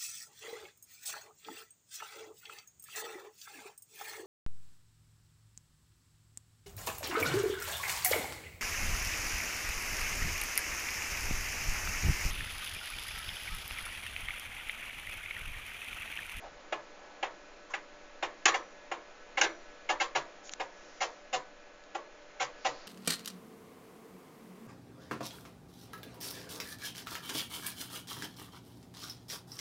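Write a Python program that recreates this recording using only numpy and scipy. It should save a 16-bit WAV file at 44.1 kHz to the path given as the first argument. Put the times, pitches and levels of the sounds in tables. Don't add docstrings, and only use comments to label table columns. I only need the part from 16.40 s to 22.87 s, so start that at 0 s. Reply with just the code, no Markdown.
import sys
import numpy as np
from scipy import signal
from scipy.fft import irfft
from scipy.io import wavfile

SR = 44100
rng = np.random.default_rng(int(sys.argv[2]) if len(sys.argv) > 2 else 0)


def waveform_to_disk(signal):
    frames = np.transpose(np.atleast_2d(signal))
    scaled = np.clip(frames, -1, 1) * 32767
    samples = np.round(scaled).astype(np.int16)
    wavfile.write(sys.argv[1], SR, samples)


N = 285309
T = np.arange(N) / SR
RING_SAMPLES, ATTACK_SAMPLES = int(.6 * SR), int(.04 * SR)
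RING_T = T[:RING_SAMPLES]
STEP_HZ = 251.67

# freq_hz, density_db
AIR_SPECTRUM = [(15, 17.5), (38, -2), (55, -17), (80, -14), (108, -20.5), (150, -11.5), (280, -0.5),
                (560, 4), (1100, -1), (2400, -5.5), (4500, -12), (7100, -13), (8000, -47.5)]
# pitch_hz, level_db
HUM_TONES = [(50, -78), (150, -87), (188, -81), (200, -78), (301, -71), (400, -82.5), (490, -69),
             (587, -63), (4140, -79.5)]
# harmonic, level_re_air_db
WHINE_HARMONICS = [(7, -16), (8, -15), (9, -14), (10, -20), (11, -20), (12, -24.5), (13, -20), (14, -23)]
# time_s, gain_db
MACHINE_GAIN = [(0, -57.5), (1.5, -58.5), (3.3, -58), (4.4, -58), (5.3, -60.5), (5.9, -59.5), (6.4, -56.5)]
# start_s, peak_db, centre_hz
TICKS = [(4.041, -40, 6240), (4.074, -32, 5630), (4.094, -21.5, 4250), (4.136, -17, 4900),
         (5.438, -38.5, 4800)]
# start_s, length_s, level_db, centre_hz
RUBS = [(0, 0.23, -60, 41), (.01, 0.09, -47, 710), (0.402, 0.59, -58, 806), (1.293, 0.047, -57.5, 6500),
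        (1.296, 0.047, -48, 1080), (4.03, 0.078, -51.5, 6650), (4.11, 0.027, -49.5, 6500),
        (4.254, 0.64, -63, 5800), (6.142, 0.39, -58.5, 4570)]
# freq_hz, density_db
ROOM_SPECTRUM = [(90, -40.5), (135, 1.5), (230, -25), (350, 9.5), (500, 1.5), (900, 6.5), (2500, -12.5),
                 (7000, -14.5), (9000, -10.5), (10000, -54)]
# freq_hz, t60_s
ROOM_DECAY = [(130, 0.3), (300, 0.39), (700, 0.24), (1800, 0.25), (6000, 0.24)]
# pitch_hz, gain_db
CASE_MODES = [(130, -22), (346, -2.5), (440, -13.5), (548, -1), (630, -3), (746, 1), (795, 3), (845, 0.5),
              (985, -12.5), (1080, -7), (1245, -31), (1370, -5.5), (1570, -11), (1675, -4), (1790, -14.5),
              (1995, -9.5), (2155, -11.5), (2260, -19.5), (2530, -5), (2665, -9), (2815, 2.5), (6950, 9)]
# freq_hz, density_db
PARTS_SPECTRUM = [(120, -59.5), (230, -34), (400, -8), (800, -2), (1500, -8), (2800, -6), (3400, -6),
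                  (4800, -8), (6000, -4.5), (7000, -7), (9000, 4), (10000, -34)]
# pitch_hz, gain_db, t60_s
SPRING_MODES = [(2830, -48, .3), (4795, -46, .16), (5828, -58, .75), (5852, -60, .7), (5905, -59, .6)]
# start_s, chatter_s, level_db
CLACKS = [(2.0546, 0.0034, -25), (3.012, 0.0059, -27.5)]
# start_s, length_s, level_db, mid_over_bass_db
SEEKS = [(0.3221, 0.0027, -37.5, -3), (0.8267, 0.0039, -36.5, -2.5), (1.336, 0.0057, -40, 7),
         (1.825, 0.0059, -36, -0.5), (2.139, 0.0089, -34.5, -0.5), (2.5137, 0.0047, -39.5, -2.5),
         (2.971, 0.011, -34.5, 1), (3.4891, 0.014, -32.5, -1), (3.599, 0.02, -33.5, 2),
         (3.749, 0.014, -33, -2), (4.197, 0.0065, -39, -4), (4.604, 0.028, -35, -2.5),
         (4.9271, 0.02, -35, -5.5), (5.5454, 0.0061, -41.5, -7.5), (5.997, 0.029, -35.5, -2),
         (6.246, 0.021, -33.5, -5.5)]


def amp(db):
    return 10 ** (np.asarray(db) / 20)


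def unit(x):
    return x / np.sqrt(np.mean(x ** 2))


def over_pitch(table, hz):
    freq_hz, value = np.transpose(table)
    return np.interp(np.log(hz + 1e-9), np.log(freq_hz), value)


def noise(spectrum, samples):
    hz = np.fft.rfftfreq(samples, 1 / SR)
    phases = np.exp(2j * np.pi * rng.random(len(hz)))
    return unit(irfft(amp(over_pitch(spectrum, hz)) * phases, samples))


def band(x, low_hz, high_hz=SR / 2, order=2):
    sos = signal.butter(order, [low_hz, min(high_hz, SR / 2 - 1)], "band", fs=SR, output="sos")
    return signal.sosfilt(sos, x)


def fade(t60_s, hold_s=0):
    return np.exp(-np.log(1000) * np.maximum(RING_T - hold_s, 0) / t60_s)


def ring(modes):
    return sum((-1) ** k * amp(db) * fade(t60_s) * np.sin(2 * np.pi * hz * RING_T)
               for k, (hz, db, t60_s) in enumerate(modes))


def add(out, start_s, x):
    i = int(start_s * SR)
    out[i:i + len(x)] += x[:N - i]


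def wander(rate_hz):
    return noise([(rate_hz, 0), (2 * rate_hz, -20), (10 * rate_hz, -120)], N)


def tone(hz, level_db, waver_db=2):
    rms = amp(level_db + waver_db * wander(7.7))
    cycles = np.cumsum(hz) / SR + rng.random()
    return np.sqrt(2) * rms * np.sin(2 * np.pi * cycles)


def running_machine(air_db=4.5, motor_hz=188, hum_drift=0.00251, motor_drift=0.00074):
    air = noise(AIR_SPECTRUM, N)
    hum = sum(tone(hz * (1 + hum_drift * wander(5.15)), db) for hz, db in HUM_TONES)
    pulse_hz = motor_hz * (1 + motor_drift * wander(2.7))
    whine = sum(tone(harmonic * pulse_hz, db) for harmonic, db in WHINE_HARMONICS)
    gain_db = air_db + np.interp(T, *np.transpose(MACHINE_GAIN))
    return hum + (air + whine) * amp(gain_db)


def handling(tick_t60_s=0.007, tick_span=6.0, rub_span=1.12):
    out = np.zeros(N)
    for start_s, peak_db, hz in TICKS:
        burst = rng.standard_normal(RING_SAMPLES) * fade(tick_t60_s)
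        tick = band(burst, hz / tick_span, hz * tick_span, order=1)
        add(out, start_s, amp(peak_db) * tick / np.abs(tick).max())
    for start_s, length_s, level_db, hz in RUBS:
        rub = unit(band(rng.standard_normal(RING_SAMPLES), hz / rub_span, hz * rub_span, order=1))
        swell = np.sin(np.pi * np.minimum(RING_T / length_s, 1))
        add(out, start_s, amp(level_db) * rub * swell)
    return out


def room(build_s=0.026):
    diffuse = noise(ROOM_SPECTRUM, RING_SAMPLES)
    tail = sum(band(diffuse, hz / np.sqrt(2), hz * np.sqrt(2)) * fade(over_pitch(ROOM_DECAY, hz))
               for hz in 125 * 2. ** np.arange(7))
    return tail * (1 - np.exp(-RING_T / build_s))


def case_response(parts_db, parts_t60_s, build_s, room_db, t60_at_1khz_s=.08):
    modes = ring([(hz, db, t60_at_1khz_s / np.sqrt(hz / 1000)) for hz, db in CASE_MODES])
    parts = noise(PARTS_SPECTRUM, RING_SAMPLES) * fade(parts_t60_s)
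    direct = (unit(modes) + amp(parts_db) * unit(parts)) * (1 - np.exp(-RING_T / build_s))
    return direct + amp(room_db) * unit(room())


def strike(force, response, levels_db, crossovers_hz=(1150, 3200)):
    ringing = signal.fftconvolve(force, response)[:RING_SAMPLES]
    bass, below_treble = (signal.sosfiltfilt(signal.butter(4, hz, fs=SR, output="sos"), ringing)
                          for hz in crossovers_hz)
    bands = bass, below_treble - bass, ringing - below_treble
    return sum(amp(db) * unit(x) * np.std(x) / np.std(x[:ATTACK_SAMPLES])
               for x, db in zip(bands, levels_db))


def head_blows(landing_db=(-7.5, 1, -1.5), rebound_db=(-10, -6.2, -8), gap_s=.02, rebound_s=0.0172):
    for start_s, chatter_s, level_db in CLACKS:
        yield start_s, chatter_s, level_db + np.array(landing_db)
        yield start_s + gap_s, rebound_s, level_db + np.array(rebound_db)


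def head_clacks(spread_db=6.5, settle_t60_s=0.0084, snap_db=-5, snap_hz=(6400, 7000), spring_db=30.5):
    out = np.zeros(N)
    for start_s, chatter_s, levels_db in head_blows():
        chatter = fade(settle_t60_s, hold_s=chatter_s) * rng.standard_normal(RING_SAMPLES)
        force = chatter * amp(spread_db * rng.standard_normal(RING_SAMPLES))
        response = case_response(parts_db=5.5, parts_t60_s=0.089, build_s=0.00037, room_db=-4)
        case = strike(band(force, low_hz=340), response, levels_db)
        treble_db = levels_db[-1]
        arm = band(force, *snap_hz)
        snap = amp(treble_db + snap_db) * arm / np.std(arm[:ATTACK_SAMPLES])
        spring = amp(treble_db + spring_db) * ring(SPRING_MODES)
        add(out, start_s, case + snap + spring)
    return out


def carriage_rattle(length_s, rise_s=0.0026, settle_t60_s=0.091):
    motion = np.minimum(RING_T / rise_s, 1) * fade(settle_t60_s, hold_s=length_s)
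    return unit(motion * band(rng.standard_normal(RING_SAMPLES), low_hz=200, order=1))


def rotor_ping(seek_db, hardness_db, pitch_hz=2165, t60_s=0.023, build_s=0.0062, boost_db=28):
    ping_db = seek_db + boost_db + 3 * min(hardness_db, 0)
    return ring([(pitch_hz, ping_db, t60_s)]) * (1 - np.exp(-(RING_T / build_s) ** 2))


def step_train(length_s, jitter_s=.00018, first_step_db=-3, max_steps=16):
    steps = np.zeros(RING_SAMPLES)
    times_s = np.arange(0, max(length_s - 0.5 / STEP_HZ, 1 / SR), 1 / STEP_HZ)
    for time_s, (lag, size_db) in zip(times_s, rng.standard_normal((max_steps, 2))):
        i = int(abs(time_s + jitter_s * lag) * SR)
        steps[i] = amp(size_db + first_step_db * (time_s == 0))
    return unit(band(steps, low_hz=520, high_hz=3400, order=1))


def head_seeks(rattle_db=-2, one_step_treble_db=-11, treble_db_per_doubling=3.5):
    out = np.zeros(N)
    for start_s, length_s, level_db, hardness_db in SEEKS:
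        treble_db = one_step_treble_db + treble_db_per_doubling * np.log2(length_s * STEP_HZ)
        levels_db = level_db + np.array([-hardness_db / 2, hardness_db / 2, treble_db])
        rattle = amp(rattle_db) * carriage_rattle(length_s)
        response = case_response(parts_db=3.5, parts_t60_s=0.11, build_s=0.0025, room_db=-7)
        case = strike(step_train(length_s) + rattle, response, levels_db)
        add(out, start_s, case + rotor_ping(level_db, hardness_db))
    return out


def scene():
    return (head_seeks() + head_clacks() + handling() + running_machine())[None]


def record(dry):
    treble_cut = signal.ellip(7, .3, 38, 7200, fs=SR, output="sos")
    edge_cut = signal.ellip(8, .3, 70, 9200, fs=SR, output="sos")
    return signal.sosfilt(edge_cut, signal.sosfilt(treble_cut, dry))


dry = scene()
out = record(dry)
waveform_to_disk(out)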